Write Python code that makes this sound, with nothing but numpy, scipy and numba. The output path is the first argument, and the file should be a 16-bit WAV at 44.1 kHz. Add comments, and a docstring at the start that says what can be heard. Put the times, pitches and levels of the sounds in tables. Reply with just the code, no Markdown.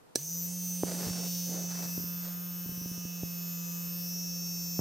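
"""In a quiet room the slide switch of a small hollow plastic bristle toy snaps, close to the microphone.
The motor spins up, and its off-centre weight drives the toy into forced vibration: it hums, and
loose parts strike a few times on every turn, exciting resonances of the shell and the motor's metal.
The toy is then turned over in the hand. Fingers rub and knock on the shell and damp its ringing;
the rubbing ends, and the motor runs on under a few more knocks."""
import sys
import numpy as np
from scipy import signal
from scipy.fft import rfft, irfft
from scipy.io import wavfile
from scipy.ndimage import uniform_filter1d
from numba import njit

SR = 44100
rng = np.random.default_rng(int(sys.argv[2]) if len(sys.argv) > 2 else 0)


def transcribe(u):
    """Save the signal u as a 16-bit wav file named by the first command-line argument.

    u: samples, shape (n,) or (channels, n), limited to [-1, 1]; the rate is SR.
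    q: integer samples, one column per channel.
    """
    v = np.clip(np.atleast_2d(u).T, -1, 1)
    q = np.round(v * 32767).astype(np.int16)
    wavfile.write(sys.argv[1], SR, q)


N = 212032

# Noise spectra. Each row: frequency in Hz, relative spectral density in dB.
ROOM_SPECTRUM = [(25, 2), (60, -22), (100, -1), (200, -3.5), (430, 0.5), (600, -3), (900, -5), (1200, -9),
                 (2100, -16.5), (2600, -19), (14000, -24), (16000, -64)]
RUB_SPECTRUM = [(60, -70), (120, 0.5), (300, 0), (550, -0.5), (800, -7), (1300, -58), (3000, -54)]
SWISH_SPECTRUM = [(300, -7), (700, 4.5), (1500, 1.5), (2200, -3), (3200, -16.5), (6000, -12), (16000, -47)]
SKIN_HISS_SPECTRUM = [(1500, -9), (3200, -5.5), (5000, 7.5), (9000, -4), (12000, -12), (16000, -24)]
MOTOR_HISS_SPECTRUM = [(40, -19), (100, 8), (260, -1.5), (450, 0.5), (850, -15.5), (1700, -9), (3400, -7),
                       (5000, -2.5), (7000, -6.5), (10000, -16.5), (15000, -7)]

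# Finger strokes. Each row: start and length in seconds, relative levels of rub and swish in dB.
STROKES = [(0.845, 0.11, -43, -56.5), (0.974, 0.11, -45, -54), (1.129, 0.11, -47, -59.5),
           (1.463, 0.042, -45, -66), (1.516, 0.075, -44, -59.5), (1.679, .11, -59, -58),
           (1.781, 0.063, -50, -59.5), (2.208, 0.082, -56.5, -60)]
# Finger knocks. Each row: start in seconds, peak level in dB before the room, body pitch in Hz.
KNOCKS = [(0.8343, -15.5, 293), (1.068, -30, 111), (1.085, -34, 99), (1.106, -33, 110), (1.978, -28.5, 196),
          (2.0, -34.5, 200), (2.04, -34.5, 183), (2.66, -34, 163), (2.692, -35.5, 138), (2.717, -37.5, 150),
          (2.776, -38, 150), (2.815, -35.5, 159), (2.858, -32.5, 165), (2.914, -36, 148),
          (2.978, -36.5, 158), (3.052, -32.5, 155), (3.2334, -25, 152), (4.7923, -17.5, 147)]
# The switch snaps over and rebounds. Each row: start in seconds, relative level in dB.
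SWITCH_SNAPS = [(0.1531, -17), (0.1565, -0.5), (0.157, 6), (0.1613, -20), (0.1623, -14)]
# Modes it excites. Each row: frequency in Hz, relative level in dB, time to fall 60 dB in seconds.
SWITCH_MODES = [(225, -40, .03), (400, -16, 0.0076), (720, -27.5, 0.01), (1280, -39, 0.0066),
                (1717, -34, 0.024), (2270, -36, 0.0093), (3240, -36, .008), (4070, -26, 0.018),
                (4960, -21.5, 0.018), (5460, -23.5, 0.016), (5980, -22, 0.022), (7260, -25, 0.02),
                (7870, -33, .025), (8520, -29, 0.035), (11000, -19, 0.0039), (13700, -36, 0.0038)]

# Running speed, which sags under a firmer grip. Each row: time in seconds, turns per second once spun up.
RUNNING_SPEED = [(.42, 173.7), (.54, 177.6), (.7, 178.3), (.95, 176.6), (1.55, 175.8), (1.65, 174.8),
                 (1.9, 174.4), (2.25, 175.3), (2.55, 175.4), (2.82, 176.4), (3.02, 174.6), (3.3, 172.9),
                 (3.73, 172.1), (4.18, 175.1), (4.42, 173.4), (4.81, 172.6)]
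# How the toy is held. Each row: time in seconds, contact scrape from 0 to 1, gain of the buzz in dB.
GRIP = [(0.17, .95, -8), (0.42, 0, -1), (0.56, .05, -8), (0.8, 0, -4), (1.1, 0.52, -5.5), (1.6, 0.37, -0.5),
        (2.1, 0.38, 5), (3.9, 0.12, 4), (4.15, 0.3, -1), (4.81, 0.1, -1.5)]
# Swing of the whole toy. Each row: time in seconds, level of the hum in dB.
HUM_LEVEL = [(0.17, -55), (0.21, -47), (0.28, -48.5), (0.33, -42.5), (0.5, -40), (0.9, -38), (1.15, -37.5),
             (1.6, -38.5), (2.1, -40), (2.4, -41), (3.1, -41.5), (3.5, -40), (4.81, -40.5)]
# Partials of the hum and of the frame's buzz. Each row: multiple of the speed, relative level in dB.
HUM_PARTIALS = [(1, 0), (2, -36), (3, -26.5), (4, -32.5), (5, -38.5)]
BUZZ_PARTIALS = [(6, -32), (7, -28.5), (8, -30.5), (9, -33), (10, -31.5), (11, -43), (12, -40), (13, -47),
                 (14, -36.5), (16, -32), (17, -26.5), (18, -38.5), (19, -38.5), (20, -34), (21, -44),
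                 (22, -37), (23, -44), (24, -46), (25, -37.5), (26, -38)]
# The motor's whine and a faint, high metal ring. Each row: time in seconds, level in dB.
WHINE_LEVEL = [(0.19, -72), (0.38, -78), (0.41, -69), (0.67, -62.5), (1.27, -59.5), (1.33, -68.5),
               (1.95, -56.5), (2.01, -67), (2.1, -59.5), (2.3, -67), (3.02, -62), (3.07, -58.5),
               (4.72, -60.5), (4.76, -59)]
FAINT_RING_LEVEL = [(0.19, -62), (0.24, -53), (0.39, -64), (0.51, -54.5), (1.08, -55), (1.26, -65),
                    (1.49, -59), (1.91, -63), (1.95, -57), (2.9, -53.5), (3.19, -69), (3.78, -62),
                    (4.1, -54.5), (4.49, -63), (4.76, -62)]

# Impacts within one turn. Each row: position as a fraction of the turn, relative force in dB.
RATTLE_CONTACTS = [(0.222, -5.5), (0.442, -1.5), (0.626, -8.5), (0.858, -1)]
ZING_CONTACTS = [(0.11, -3.5), (0.268, -5), (0.602, -1.5)]
# Resonances. 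Each row: frequency in Hz, bandwidth in Hz, gain in dB.
TRIM_MODES = [(8100, 1240, -2.5), (8520, 120, 10), (9470, 1600, -3), (12200, 690, -6), (16000, 2700, -5.5)]
BASE_MODES = [(2880, 450, -9.5), (3710, 180, 1.5), (3720, 226, -2), (4500, 370, -4)]
ZING_MODES = [(13500, 320, -1), (13960, 260, 0), (14380, 380, -6)]
FAINT_RING_MODES = [(11230, 150, 0), (11420, 170, -2)]
SHELL_MODE_GROUPS = [
    [(5160, 107, -4), (5434, 140, 0), (5604, 167, -3)],
    [(5957, 99, -5.5), (6120, 140, -6), (6196, 100, -10)],
    [(6387, 164, 4.5), (6662, 160, -0.5), (7050, 98, -0.5)],
]  # three lists of such rows: low, middle and high
# The fingers damp each group differently. Each row: time in seconds, relative level in dB.
LOW_RING_LEVEL = [(0.19, -64), (0.29, -52), (0.88, -59), (1.11, -45.5), (1.37, -44.5), (1.54, -52),
                  (1.98, -48.5), (2.39, -57.5), (2.91, -51), (3.8, -54.5), (4.14, -43), (4.81, -44)]
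MIDDLE_RING_LEVEL = [(0.19, -46), (0.32, -40), (0.52, -48), (0.72, -40), (0.81, -44.5), (1.13, -48),
                     (1.41, -42), (1.95, -46), (2.36, -59), (2.7, -54), (2.82, -47), (3.49, -57),
                     (3.66, -51.5), (3.96, -58), (4.1, -46), (4.81, -47.5)]
HIGH_RING_LEVEL = [(0.19, -52), (0.25, -45.5), (1.0, -48), (1.47, -44), (2.13, -59.5), (2.22, -53.5),
                   (2.84, -59.5), (2.89, -53.5), (3.78, -49), (4.01, -55.5), (4.32, -49.5), (4.81, -49.5)]
# Thin zing of the motor's metal. Each row: time in seconds, relative level in dB, centre in Hz.
ZING_CURVE = [(0.18, -51, 14100), (0.45, -37.5, 13900), (0.5, -50, 14100), (0.66, -41.5, 14300),
              (0.84, -50, 13600), (1.05, -45, 13700), (1.15, -50.5, 13500), (1.29, -42, 14300),
              (1.74, -48, 14100), (1.99, -40, 13400), (2.39, -44, 13900), (2.68, -43.5, 14100),
              (3.02, -48, 14100), (3.51, -41.5, 13400), (3.62, -44.5, 13500), (3.96, -41, 13500),
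              (4.29, -46, 14200), (4.76, -42, 13950)]
# The turning toy beams the zing to one side. Each row: time in seconds, left minus right in dB.
ZING_SIDE = [(0.19, 4.0), (0.39, 4.0), (0.9, -1), (1.0, 4.5), (1.82, 1.5), (2.81, 3.0), (3.08, -1),
             (3.21, 1.5), (4.81, 4)]
# Loose parts shake most while the toy is turned over.
# Each row: time in seconds, relative levels of the trim's sizzle and the base's rasp in dB.
LOOSENESS = [(0.19, -51.5, -53.5), (0.35, -53, -75.5), (0.41, -54, -60), (0.52, -47.5, -59),
             (0.6, -51.5, -56.5), (0.72, -47.5, -57), (0.86, -46.5, -52), (1.33, -50.5, -49),
             (2.11, -55.5, -63.5), (2.43, -59, -74.5), (3.04, -57, -81), (3.41, -61, -60),
             (3.87, -57.5, -70), (4.0, -55, -57), (4.12, -61, -71), (4.76, -60, -61)]

MOTOR_START_S = .16
TIME = np.arange(N) / SR


def from_db(db):
    """Amplitude grows tenfold for every 20 dB."""
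    return 10 ** (np.asarray(db) / 20)


def unit_rms(x):
    """Normalisation to an rms of 1."""
    return x / np.sqrt(np.mean(x ** 2) + 1e-20)


def steady(x):
    """Division by the running rms flattens the envelope."""
    power = uniform_filter1d(np.mean(np.atleast_2d(x) ** 2, axis=0), 2500)
    return x / np.sqrt(np.maximum(power, 1e-4 * np.mean(x ** 2)))


def curves(rows):
    """Linear interpolation gives each column after the time a value at every sample."""
    times, *columns = np.transpose(rows)
    return [np.interp(TIME, times, column) for column in columns]


def drift(corner_hz):
    """Low-passed noise is a slow random fluctuation, here of rms 1."""
    hz = np.fft.rfftfreq(N, 1 / SR)
    return unit_rms(irfft(rfft(rng.standard_normal(N)) / (1 + (hz / corner_hz) ** 2), N))


def pan(x, left_db):
    """A level difference between the channels gives direction."""
    return x * from_db(np.array([[.5], [-.5]]) * left_db)


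def highpass(x, hz):
    """A second-order filter falls 12 dB per octave below its corner."""
    return signal.sosfilt(signal.butter(2, hz, "high", fs=SR, output="sos"), x)


def noise(spectrum, side_db):
    """Spectral shaping colours noise of rms 1; an independent side signal gives it width."""
    hz, db = np.transpose(spectrum)
    gain = from_db(np.interp(np.log(np.fft.rfftfreq(N, 1 / SR) + 1), np.log(hz), db))
    mid, side = irfft(rfft(rng.standard_normal((2, N))) * gain, N)
    return unit_rms(mid + from_db(side_db) * side * [[1], [-1]])


def resonate(x, modes):
    """Modal superposition: damped resonators respond in parallel, with alternating sign."""
    out = 0
    for k, (hz, width_hz, db) in enumerate(modes):
        r = np.exp(-np.pi * width_hz / SR)
        feedback = [1, -2 * r * np.cos(2 * np.pi * hz / SR), r * r]
        response = (1 - r * r) / 2 * signal.lfilter([1, 0, -1], feedback, x + 1e-18)
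        out = out + (-1) ** k * from_db(db) * response
    return out


@njit
def moving_resonance(x, hz, width_hz):
    """A two-pole resonator passes a band whose centre follows a curve."""
    angle, r = 2 * np.pi * hz / SR, np.exp(-np.pi * width_hz / SR)
    y = np.zeros(len(x))
    for i in range(2, len(x)):
        drive = (1 - r * r) / 2 * (x[i] - x[i - 2])
        y[i] = drive + 2 * r * np.cos(angle[i]) * y[i - 1] - r * r * y[i - 2]
    return y


def room(x, wet_db, t60=.2):
    """Reverberation: a small room's reflections decay exponentially, differently at each ear."""
    t = np.arange(9000) / SR
    tail = rng.standard_normal((2, len(t))) * from_db(-60 * t / t60) * (t > .002)
    tail /= np.sqrt(np.sum(tail ** 2, axis=1, keepdims=True))
    return x + from_db(wet_db) * signal.fftconvolve(x[None], tail, axes=1)[:, :N]


def room_tone():
    """The noise floor of the room is a steady, diffuse hush."""
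    return from_db(-59) * noise(ROOM_SPECTRUM, side_db=1.5)


def rubbing(attack_s=.029, release_s=.049):
    """Stick-slip friction of skin on plastic: each stroke swells, holds and dies away."""
    rub_gain, swish_gain = 0, 0
    for start, length, rub_db, swish_db in STROKES:
        swell = np.clip((TIME - start) / attack_s, 0, 1)
        touch = swell * np.exp(-np.maximum(TIME - start - length, 0) / release_s)
        rub_gain = rub_gain + touch * from_db(rub_db - 1.2)
        swish_gain = swish_gain + touch * from_db(swish_db)
    slips = unit_rms(from_db(2.4 * drift(70)))
    swish = from_db(5.5) * noise(SWISH_SPECTRUM, side_db=-5)
    hiss = from_db(6.6) * noise(SKIN_HISS_SPECTRUM, side_db=-13)
    rub = noise(RUB_SPECTRUM, side_db=-19)
    return slips * (rub_gain * rub + swish_gain * (swish + hiss))


def knocks(decay_cycles=2.85, soft_touch_hz=240):
    """Each finger blow starts a damped oscillation; the skin dulls a light touch more than a hard one."""
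    out, t = np.zeros(N + SR), np.arange(SR // 10) / SR
    for start, db, hz in KNOCKS:
        swing = np.cos(2 * np.pi * hz * t) * from_db(-60 * t * hz / decay_cycles)
        high_hz = soft_touch_hz + 960 * from_db(db + 10.5) ** .76
        low_hz = min(.28 * hz, high_hz / 2)  # below this the small body hardly radiates
        thud = signal.sosfilt(signal.butter(2, [low_hz, high_hz], "band", fs=SR, output="sos"), swing)
        at = int(start * SR)
        out[at:at + len(t)] += from_db(db) * thud / np.abs(thud).max()
    return pan(room(out[:N], wet_db=-14), left_db=-1.7)


def switch():
    """Impulse excitation: each snap gives a brief crack and leaves the shell's modes ringing."""
    out, t = np.zeros(N), np.arange(SR // 10) / SR
    for start, db in SWITCH_SNAPS:
        ring = sum((-1) ** k * from_db(level - 60 * t / t60) * np.sin(2 * np.pi * hz * t)
                   for k, (hz, level, t60) in enumerate(SWITCH_MODES))
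        crack = from_db(-25 - 60 * t / .009) * rng.standard_normal(len(t))
        at = int(start * SR)
        out[at:at + len(t)] += from_db(db - 5) * (ring + crack)
    radiated = highpass(out + 1e-18, hz=170)  # so small a shell radiates no bass
    return pan(room(radiated, wet_db=-15), left_db=-3)


def chatter(turns, contacts, jitter_s, uneven_db, wander_turns, scrape):
    """A nearly periodic impulse train: each contact clicks once a turn, then scrapes briefly."""
    half_width, samples = 8, np.arange(N)
    out, taps = np.zeros(N + 2 * half_width), np.arange(-half_width, half_width)
    whole_turns = np.arange(1, int(turns[-1]) - 1)
    turn_starts = np.interp(whole_turns, turns, samples).astype(int)
    for fraction, db in contacts:
        at = np.interp(whole_turns + fraction + wander_turns * drift(1)[turn_starts], turns, samples)
        at = np.clip(at + jitter_s * SR * rng.standard_normal(len(at)), half_width, N - 1)
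        force = from_db(db + uneven_db * rng.standard_normal(len(at)) + 2 * drift(.13)[turn_starts])
        # a windowed sinc places each click between the samples
        index = at.astype(int)[:, None] + taps
        offset = index - at[:, None]
        np.add.at(out, index, force[:, None] * np.sinc(offset) * np.sinc(offset / half_width))
    clicks = out[:N]
    fade = np.exp(-1 / (.0008 * SR))
    scrape_envelope = np.sqrt(signal.lfilter([1 - fade], [1, -fade], clicks ** 2 + 1e-18))
    return clicks + scrape * scrape_envelope * rng.standard_normal(N)


def loose_parts(turns, scrape):
    """Intermittent contact makes the trim sizzle and the base rasp against the fingers."""
    sizzle_db, rasp_db = curves(LOOSENESS)
    impacts = chatter(turns, RATTLE_CONTACTS, jitter_s=1.7e-6, uneven_db=.8,
                      wander_turns=.006, scrape=.8 * scrape)
    sizzle = from_db(sizzle_db + 1.66) * steady(room(resonate(impacts, TRIM_MODES), wet_db=-4))
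    rasp = from_db(rasp_db - 2.5) * steady(resonate(impacts, BASE_MODES))
    return pan(sizzle, left_db=-2.5) + pan(rasp, left_db=-3.5)


def metal_ticks(turns, scrape):
    """Small metal parts of the motor tick and ring at their very high natural frequencies."""
    zing_db, zing_hz = curves(ZING_CURVE)
    ticks = chatter(turns, ZING_CONTACTS, jitter_s=1.1e-6, uneven_db=.35,
                    wander_turns=.003, scrape=.65 * scrape)
    zing = moving_resonance(resonate(ticks, ZING_MODES), zing_hz, width_hz=900)
    zing = from_db(zing_db + .65) * steady(room(zing, wet_db=-8))
    faint_ring = steady(room(resonate(ticks, FAINT_RING_MODES), wet_db=1.5))
    return pan(zing, curves(ZING_SIDE)[0]) + from_db(curves(FAINT_RING_LEVEL)[0]) * faint_ring


def shell_rattle(turns, scrape):
    """Four impacts on every turn keep the shell's resonances excited."""
    blows = chatter(turns, RATTLE_CONTACTS, jitter_s=2.5e-6, uneven_db=.6,
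                    wander_turns=.004, scrape=.85 * scrape)
    levels = LOW_RING_LEVEL, MIDDLE_RING_LEVEL, HIGH_RING_LEVEL
    rings = sum(from_db(curves(level)[0] + .5) * steady(resonate(blows, modes))
                for level, modes in zip(levels, SHELL_MODE_GROUPS))
    radiated = highpass(rings, hz=3600)  # below its resonances the shell hardly radiates
    return pan(room(radiated, wet_db=-13.5), left_db=-.5)


def harmonics(turns, partials, waver_db=1.5):
    """A harmonic series phase-locked to the turn; the overtones swell and fade slowly."""
    out = 0
    for order, db in partials:
        gain = from_db(db + (order > 1) * waver_db * drift(1))
        out = out + gain * np.sin(2 * np.pi * (order * turns + rng.random()))
    return np.sqrt(2) * out


def humming(turns, grip_db, whine_order=15):
    """Forced vibration: the weight drives a hum, the frame's buzz and a whine, over a soft hiss."""
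    hum_db, = curves(HUM_LEVEL)
    hum = from_db(hum_db) * harmonics(turns, HUM_PARTIALS)
    buzz = room(from_db(hum_db + grip_db - 3.83) * harmonics(turns, BUZZ_PARTIALS), wet_db=-6)
    whine = from_db(curves(WHINE_LEVEL)[0]) * unit_rms(np.sin(2 * np.pi * whine_order * turns))
    hiss_db = -56 + .45 * (hum_db - np.median(hum_db))  # swells with the swing
    hiss = from_db(hiss_db) * noise(MOTOR_HISS_SPECTRUM, side_db=-40)
    return pan(hum, left_db=-4) + pan(buzz, left_db=-3) + pan(whine, left_db=-1.5) + hiss


def motor(spin_up_s=.058, start_fraction=.645, fade_in_s=.0047):
    """Rotating unbalance shakes the toy; the speed nears its running value exponentially."""
    running_s = np.maximum(TIME - MOTOR_START_S, 0)
    spin_up = 1 - (1 - start_fraction) * np.exp(-running_s / spin_up_s)
    turns = np.cumsum(curves(RUNNING_SPEED)[0] * spin_up) / SR
    scrape, grip_db = curves(GRIP)
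    fade_in = np.minimum(running_s / fade_in_s, 1)
    return fade_in * (humming(turns, grip_db) + shell_rattle(turns, scrape)
                      + metal_ticks(turns, scrape) + loose_parts(turns, scrape))


def scene():
    """Superposition: the pressures from the toy, the hand and the room add."""
    return motor() + rubbing() + knocks() + switch() + room_tone()


def record(dry, ceiling=.33, cutoff_hz=15800):
    """Band limiting and soft saturation: the microphone sheds rumble, rounds peaks and cuts the top."""
    rounded = ceiling * np.tanh(highpass(dry, hz=34) / ceiling)
    return signal.sosfilt(signal.ellip(10, .1, 80, cutoff_hz, fs=SR, output="sos"), rounded)


dry = scene()
out = record(dry)
transcribe(out)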